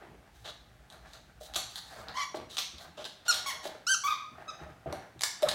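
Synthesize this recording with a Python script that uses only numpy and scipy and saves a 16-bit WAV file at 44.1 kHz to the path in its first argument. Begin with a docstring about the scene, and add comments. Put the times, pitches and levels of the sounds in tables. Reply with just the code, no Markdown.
"""A living room with a laminate floor: a large dog worries a squeaky plush toy, then trots closer with it.
Squeezes buzz the toy's reed as a stack of frayed overtones whose pitch and level arch with the pressure.
Claws tick and send chirping clacks through the boards; paws and body weight ring damped floor modes.
Skidding feet and dragged plush are filtered grains of friction. A half-second reverberation answers
all but one hollow knock, over quiet room air and a low rumble."""
import sys
import numpy as np
from scipy import signal
from scipy.fft import rfft, irfft, next_fast_len
from scipy.io import wavfile
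from scipy.ndimage import map_coordinates

SR = 44100
rng = np.random.default_rng(int(sys.argv[2]) if len(sys.argv) > 2 else 0)


def to_wav(s):
    """Save 16-bit WAV."""
    ch = np.atleast_2d(s).T  # columns
    pcm = np.round(np.clip(ch, -1, 1) * 32767)  # PCM
    wavfile.write(sys.argv[1], SR, pcm.astype(np.int16))


N = 244314
TIME = np.arange(N) / SR

# Spectrum of sliding feet, also lent to the air leaking past the reed.
# Each row: frequency in Hz, level in dB.
SKID_COLOUR = [(300, -0.5), (700, 14), (1000, 4), (1500, 5.5), (2400, -7), (3300, 3), (4100, 3), (5100, -8),
               (6500, -10), (16000, -36)]


def undb(db):
    """Decibels to gain."""
    return 10 ** (np.asarray(db) / 20)


def unit(x):
    """Scale to rms 1."""
    return x / np.sqrt(np.mean(x ** 2))


def at_hz(points, hz):
    """Read (Hz, value) points on a log-frequency axis."""
    f, value = np.transpose(points)
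    return np.interp(np.log(np.maximum(hz, 1)), np.log(f), value)


def colour(x, points, tilt_db=0):
    """Minimum-phase filter with the given spectrum, tilted in dB per octave about its middle point."""
    size = next_fast_len(len(x) + 4096)
    hz = np.clip(np.abs(np.fft.fftfreq(size, 1 / SR)), points[0][0], points[-1][0])
    middle_hz = points[len(points) // 2][0]
    level_db = at_hz(points, hz) + tilt_db * np.log2(hz / middle_hz)
    # folding the cepstrum forward makes the filter causal
    cepstrum = np.fft.ifft(np.log(undb(level_db))).real
    cepstrum[1:size // 2] *= 2
    cepstrum[size // 2 + 1:] = 0
    response = np.exp(np.fft.fft(cepstrum))
    return np.fft.ifft(np.fft.fft(x, size) * response).real[:len(x)]


def fade(t, t60):
    """Exponential decay, 60 dB in t60 seconds."""
    return np.exp(-np.log(1000) * t / t60)


def wander(size, rate):
    """Random motion with a spread near 1: straight lines between rate random points a second."""
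    steps = np.arange(size) / SR * rate
    count = int(steps[-1]) + 2
    return np.interp(steps, np.arange(count), rng.standard_normal(count))


def add(out, s, x):
    """Mix x into out from time s on."""
    i = max(int(s * SR), 0)
    out[i:i + len(x)] += x[:max(N - i, 0)]


def grains(size, density, spread_db):
    """Tiny slips of uneven size, on average density of them a second."""
    slips = rng.random(size) < density / SR
    return slips * rng.standard_normal(size) * undb(spread_db * rng.standard_normal(size))


def blow(points, modes, crack_db, contact_s, detune):
    """A short rough contact plus the modes it sets ringing, detuned afresh at every spot; peak 1."""
    t = np.arange(SR // 5) / SR
    push = rng.choice([-1, 1], len(t)) * t / contact_s * np.exp(-t / contact_s)
    crack = unit(colour(push, points))
    swell = 1 - np.exp(-t / contact_s)
    ring = 0
    for hz, t60, db in modes:
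        spot_hz = hz * (1 + detune * rng.standard_normal())
        ring = ring + undb(db) * unit(swell * fade(t, t60) * np.sin(2 * np.pi * spot_hz * t))
    hit = undb(crack_db) * crack + unit(ring)
    return hit / np.abs(hit).max()


def squeak(rise_s, fall_s, top_hz, scoop_semitones, drop_semitones, db, muffle_db,
           fundamental_db, top_db, rasp_db):
    """The reed buzzes under the jaws; pitch and level arch with pressure, turbulence frays each overtone."""
    # Overtones as they leave the squeaker shell. Each row: frequency in Hz, level in dB.
    shell = [(1500, 2), (2200, -5.5), (2800, -8), (3400, -7.5), (4400, -9), (5900, -5.5), (7200, -15),
             (10500, -24), (15500, -36.5)]
    tighten_power, let_go_power = 3.3, 2.386  # bend of the pitch curve before and after the tightest point
    db_per_semitone = 3  # a weak squeeze is flat and also quiet
    reed_start_s = 0.0032  # the reed takes this long to start and to stop
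    jitter, hoarse = 0.0047, 0.04  # relative pitch unsteadiness, steady part and rasping part
    flutter_db, beam_hz = 4.0, 12000  # level wander of each overtone; where top_db takes hold
    leak_db, leak_tilt_db = -28.5, 6  # hissing air against the tone, and its brightness per octave

    t = np.arange(-rise_s, fall_s, 1 / SR)  # zero at the tightest point
    scoop = scoop_semitones * (np.maximum(-t, 0) / rise_s) ** tighten_power
    drop = drop_semitones * (np.maximum(t, 0) / fall_s) ** let_go_power
    flat = scoop + drop
    arch = top_hz * 2 ** (-flat / 12)
    # a rasping reed also stumbles in pitch
    pitch = arch * (1 + (jitter + hoarse * undb(rasp_db)) * wander(len(t), 500))
    phase = 2 * np.pi * np.cumsum(pitch) / SR

    tone = 0
    for k in range(1, 15):
        beamed_db = top_db / (1 + (beam_hz / (k * pitch)) ** 6)  # only the highest overtones are directional
        plush_db = fundamental_db if k == 1 else muffle_db * np.log2(k)
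        flutter = flutter_db * wander(len(t), 138.0)
        gain = undb(at_hz(shell, k * pitch) + plush_db + beamed_db + flutter)
        turbulence = wander(len(t), 800) + 1j * wander(len(t), 800)
        fray = undb(rasp_db) * np.sqrt(k) * turbulence
        tone = tone + gain * np.imag((1 + fray) * np.exp(1j * k * phase))

    hiss = colour(rng.standard_normal(len(t)), SKID_COLOUR, leak_tilt_db)
    leak = undb(leak_db) * unit(hiss)
    level = undb(db - db_per_semitone * flat)
    on_off = signal.windows.tukey(len(t), 2 * reed_start_s / (rise_s + fall_s))
    return (unit(tone) + leak) * level * on_off


def claws():
    """Each claw ticks and flexes the board into a clack whose lower bending waves lag; returns both."""
    # Single claws striking. Each row: time in seconds, peak of the board's clack in dB,
    # peak of the claw's own tick in dB.
    strikes = [(0.9019, -38, -44.5), (.925, -45.5, -47), (1.135, -40, -42.5), (1.5382, -29.5, -35),
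               (1.5459, -25, -31), (1.5581, -19.5, -27), (1.562, -24, -19.5), (1.7582, -26.5, -31),
               (2.085, -29.5, -50), (2.57, -21, -27), (2.583, -18, -25), (2.588, -21.5, -20),
               (2.784, -35.5, -43), (3.044, -29, -40), (3.053, -31, -34.5), (3.327, -25, -23),
               (3.344, -27, -20.5), (4.927, -34, -34), (5.194, -40, -42), (5.2102, -30, -24),
               (5.2196, -26, -18.5), (5.2355, -21, -13), (5.2383, -25, -16.5), (5.423, -34, -32),
               (5.4305, -25.5, -25.5), (5.4879, -23, -17.5), (5.491, -19.5, -18.5), (5.515, -21, -31)]
    # Spectrum of the tick. Each row: frequency in Hz, level in dB.
    tick_colour = [(300, -16), (700, 1), (2400, 1.5), (6500, 4), (12000, -8), (16000, -18.5)]
    # Spectrum of the bending waves before each spot shifts it. Each row: frequency in Hz, level in dB.
    bend_colour = [(250, -61), (750, -2), (2400, -13.5), (3400, 7), (4100, 7.5), (5300, -6), (8000, -26)]
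    bend_s, bend_hz = .0016, 4000  # travel time of waves at this pitch; other delays are relative to it
    contact_s, detune = 0.00069, 0.048  # decay of the tick's contact noise; spread of the spots' pitch

    clacks, ticks = np.zeros(N), np.zeros(N)
    t = np.arange(-1024, 1024) / SR  # zero at the strike
    hz = np.fft.rfftfreq(len(t), 1 / SR)
    # delay grows as pitch falls, so each clack is a tiny falling chirp
    cycles = bend_s * (2 * np.sqrt(hz * bend_hz) - hz) - t[0] * hz
    for s, clack_db, tick_db in strikes:
        spot = np.exp(detune * rng.standard_normal())
        clack = irfft(undb(at_hz(bend_colour, hz * spot)) * np.exp(-2j * np.pi * cycles))
        contact = rng.choice([-1, 1], len(t)) * np.exp(-np.abs(t) / contact_s)
        tick = colour(contact, tick_colour)
        add(clacks, s + t[0], undb(clack_db) * clack / np.abs(clack).max())
        add(ticks, s + t[0], undb(tick_db) * tick / np.abs(tick).max())
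    return clacks, ticks


def paws():
    """Pads thump the hollow boards, heel then softer toes, and scuff; the dog's weight flexes the floor."""
    # Paws landing. Each row: time in seconds, peak of the heel's blow in dB, dull thud against ring in dB,
    # rms level of the scuff in dB before its fades.
    steps = [(0.014, -45.5, -2, -50.5), (.125, -48, 7, -58), (1.409, -39, -7, -78), (1.56, -37, -14, -66),
             (2.3433, -27.5, 2.5, -42.5), (2.975, -40, 1, -55), (2.992, -37, -19, -58),
             (3.6534, -27, -6, -53), (3.748, -39, -1, -78), (4.38, -45, -10, -54.5), (4.66, -41, -5, -56),
             (4.859, -31, -16, -42), (4.925, -29, -5, -48), (5.423, -25.5, -4.5, -65)]
    # Spectrum of a soft pad's contact. Each row: frequency in Hz, level in dB.
    pad_colour = [(40, -60), (200, -9), (380, 2), (1000, -7), (1500, -14.5), (3000, -21), (8000, -61)]
    # Floating floorboards. 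Each row: frequency in Hz before detuning, t60 in seconds, level in dB.
    board_modes = [(396, 0.08, -10), (624.6, 0.074, 5.5), (709, 0.22, -1)]
    # The dog's whole weight coming down. Each row: time in seconds, peak in dB.
    landings = [(.085, -50), (.96, -55), (1.279, -59), (2.391, -46.5), (2.735, -48.5), (2.885, -50.5),
                (4.315, -48.5), (4.611, -41), (4.7, -47), (4.86, -34.5), (4.931, -41), (5.159, -45)]
    # The floor flexing under it. Each row: frequency in Hz before detuning, t60 in seconds, level in dB.
    floor_modes = [(79, 0.31, -5.5), (131.4, 0.14, -1), (218, 0.099, -4.5), (296, 0.028, -1)]
    roll_s, roll_db = 0.024, -10  # the paw rolls from heel pad onto toe pads
    scuff_t60_s = 0.43

    out, t = np.zeros(N), np.arange(SR // 4) / SR
    for s, db, thud_db, scuff_db in steps:
        for delay, drop_db, softness in ((0, 0, 1), (roll_s, roll_db, 2)):
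            thump = blow(pad_colour, board_modes, thud_db, contact_s=0.0023 * softness, detune=0.0804)
            add(out, s + delay, undb(db + drop_db) * thump)
        slips = grains(len(t), density=600, spread_db=3)
        scuff = undb(scuff_db) * unit(colour(slips, pad_colour))
        add(out, s, scuff * np.minimum(t / roll_s, 1) * fade(t, scuff_t60_s))
    for s, db in landings:
        landing = blow(pad_colour, floor_modes, crack_db=-8.5, contact_s=0.0079, detune=0.197)
        add(out, s, undb(db) * landing)
    return out


def knock(tail_db=-13, tail_t60=0.93):
    """As the dog lunges down, one hollow resonance swells, is damped at once and hums on unevenly."""
    # One knock: start in seconds, length of the swell in seconds, pitch in Hz, level of the swell in dB.
    lunge = (5.4308, .021, 605, -16.7)
    s, length, hz, db = lunge
    t = np.arange(SR // 2) / SR
    waver = np.exp(1j * wander(len(t), 130)) * (1 + .5 * wander(len(t), 150))  # in phase and in level
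    swell = np.sin(np.pi * np.minimum(t / length, 1))
    hum = np.minimum(t / length, 1) * fade(t, tail_t60) * waver
    out = np.zeros(N)
    add(out, s, undb(db) * np.imag((swell + undb(tail_db) * hum) * np.exp(2j * np.pi * hz * t)))
    return out


def skids(detune=0.026):
    """Feet slide in short crackling strokes, each over a different spot of the floor."""
    # Pads and claws skidding. Each row: start in seconds, length in seconds, rms level in dB,
    # brightness in dB per octave.
    strokes = [(0.438, 0.08, -46.5, 2.5), (1.041, 0.16, -65, 6.5), (1.397, 0.088, -56, 11),
               (1.682, 0.09, -59, 9.5), (1.769, 0.029, -46.5, 6), (1.82, 0.24, -60.5, 9),
               (2.341, 0.041, -53, 7), (2.489, 0.084, -51.5, 7), (2.791, 0.068, -58.5, 9.5),
               (2.962, 0.082, -50.5, 2.5), (3.048, 0.031, -46, 3.5), (3.243, 0.11, -46.5, 3),
               (3.32, 0.099, -43, 4), (3.623, 0.067, -48.5, 8.5), (5.488, 0.074, -52, 5),
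               (0.319, 0.15, -70.5, 12.5)]
    out = np.zeros(N)
    for s, length, db, tilt_db in strokes:
        size = int(length * SR)
        slips = grains(size, density=5000, spread_db=2)
        spot = np.array(SKID_COLOUR) * [np.exp(detune * rng.standard_normal()), 1]  # shifts only the Hz
        stroke = colour(slips, spot, tilt_db) * signal.windows.tukey(size, .5)
        add(out, s, undb(db) * unit(stroke))
    return out


def drag(patchy_db=3, glide=0.09):
    """Plush rubs in uneven catches, its colour sliding with its speed; each tug builds up and dies away."""
    # Tugs that drag or shake the plush. Each row: time of the hardest pull in seconds,
    # build-up in seconds, level in dB before the patchiness.
    tugs = [(.035, 0.084, -58), (0.945, 0.032, -56.5), (1.06, 0.03, -60), (1.159, 0.083, -60),
            (1.64, 0.19, -55.5), (1.991, 0.11, -48.5), (2.101, 0.068, -49), (2.85, 0.088, -54.5),
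            (3.7, 0.34, -52), (4.42, 0.058, -51.5), (4.68, 0.2, -54.5), (4.96, 0.089, -48.5),
            (5.48, 0.05, -38.5)]
    # Spectrum of the rub at normal speed. Each row: frequency in Hz, level in dB.
    plush_colour = [(60, -7), (250, 0), (400, -4), (750, 10.5), (950, 1), (1600, 4), (2400, -7.5),
                    (4000, -17), (16000, -36.5)]
    tug_t60_s, rub_db = 0.48, -67.5  # decay of a tug; faint rubbing between tugs

    pull = undb(rub_db)
    for s, build_s, db in tugs:
        build = np.exp(-(np.minimum(TIME - s, 0) / build_s) ** 2)
        tug = undb(db) * build * fade(np.maximum(TIME - s, 0), tug_t60_s)
        pull = np.hypot(pull, tug)
    fibres = colour(grains(N, density=5000, spread_db=2), plush_colour)
    travel = np.cumsum(np.exp(glide * wander(N, 20)))  # reading position, at a wandering speed
    rub = unit(map_coordinates(fibres, [travel], mode="mirror"))
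    return rub * pull * undb(patchy_db * wander(N, 50))


def room(x, build_s=0.0028, lumpy_db=5):
    """Separate early reflections thicken into a tail of bands, the highest treble dying first."""
    # Reverberation bands. Each row: centre in Hz, t60 in seconds, level against the other bands in dB.
    bands = [(97, 0.55, 2.5), (512, 0.46, -6), (1560, 0.59, -2.5), (2600, 0.6, -3.5), (4100, 0.53, 0),
             (7400, 0.48, -3.5), (15400, 0.26, 2.5)]
    t = np.arange(SR) / SR
    echoes = rng.standard_normal(SR) * undb(lumpy_db * rng.standard_normal(SR) * fade(t, 1.0))
    spectrum = rfft(echoes * np.minimum(t / build_s, 1))
    hz = np.arange(SR // 2 + 1)
    centres, t60s, dbs = np.transpose(bands)
    tail = 0
    for band, t60 in zip(np.diag(undb(dbs)), t60s):  # each band peaks at its centre, zero at the others
        weight = at_hz(np.c_[centres, band], hz)
        tail = tail + irfft(spectrum * weight, SR) * fade(t, t60)
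    return signal.fftconvolve(x, unit(tail) / np.sqrt(SR))[:N]


def air(air_db=-63.5, rumble_db=-64, rumble_hz=57):
    """Room air as coloured noise, over two low sines an octave apart that waver in level."""
    # Spectrum of the room air. Each row: frequency in Hz, level in dB.
    air_colour = [(20, -37), (55, 0), (120, 3.5), (650, -12.5), (1000, -23), (2000, -13), (16000, -30)]
    # The rumble eases. Each row: time in seconds, change to its level in dB.
    easing = [(2.1, 6), (3.5, -9.5)]
    hiss = unit(colour(rng.standard_normal(N), air_colour)) * undb(air_db)
    rumble = 0
    for k in (1, 2):
        rumble = rumble + wander(N, 21.04) * np.sin(2 * np.pi * k * rumble_hz * TIME) / k
    return hiss + undb(rumble_db + np.interp(TIME, *np.transpose(easing))) * rumble


def scene(clack_room_db=3, tick_room_db=8, paw_room_db=-2, rub_room_db=-2):
    """All sources mixed, each but the knock with its own share of the room."""
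    # Squeezes; a bite may blow two reeds or shift its grip. Each row: start in seconds,
    # tightening in seconds, letting go in seconds, top pitch in Hz before jitter, flatness at the start
    # in semitones, final pitch drop in semitones, level at the tightest point in dB, tilt by the plush
    # in dB per octave, fundamental's extra level in dB, top treble's extra level as the reed faces us
    # in dB, rasp in dB, room send in dB.
    squeezes = [ (2.138, 0.074, 0.043, 1146, 4.5, 3.7, -37, -3, -1.5, 9, -15, 1.5),
                (2.167, 0.028, 0.051, 1039, 1.54, 2.15, -35.5, -4.5, -12, -28, -11, -8),
                (3.28, 0.0092, 0.032, 1442, 0.61, 3.2, -22, 5, 3.5, -13, -30, -4),
                (3.459, 0.017, 0.042, 1113, 0.83, 4.5, -33.5, -1.5, -2.5, 15, -12.5, 1.5),
                (3.866, 0.054, 0.034, 1564, 3.8, 4.2, -24, 6.5, 7, -23, -25.5, -2),
                (4.036, 0.028, 0.0159, 1148, 1.03, 0.55, -31, -4.5, -1, 27, -22.5, 0.5),
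                (4.075, 0.014, 0.046, 1253, 1.6, 4.1, -29.5, -9.5, -7.5, 28, -21.5, 3.5),
                (4.478, 0.015, 0.015, 1291, 0.93, 2, -41, -5, -9, -22, -22, 2.5), ]
    # Claws stand out from the room as the dog comes closer.
    # Each row: time in seconds, change to the claws' room sends in dB.
    claw_room = [(2.6, -2), (4.9, -6)]

    clacks, ticks = claws()
    thumps = paws()
    rubs = skids() + drag()
    direct = clacks + ticks + thumps + knock() + rubs
    far = undb(np.interp(TIME, *np.transpose(claw_room)))
    send = far * (undb(clack_room_db) * clacks + undb(tick_room_db) * ticks)
    send = send + undb(paw_room_db) * thumps + undb(rub_room_db) * rubs
    for s, *squeeze, room_db in squeezes:
        voice = squeak(*squeeze)
        add(direct, s, voice)
        add(send, s, undb(room_db) * voice)
    return (direct + room(send) + air())[None]


def record(dry):
    """A steep elliptic low-pass cuts the top above 16 kHz."""
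    low_pass = signal.ellip(8, .2, 70, 16000, fs=SR, output="sos")  # order, ripple dB, stop-band dB, Hz
    return signal.sosfilt(low_pass, dry)


dry = scene()
out = record(dry)
to_wav(out)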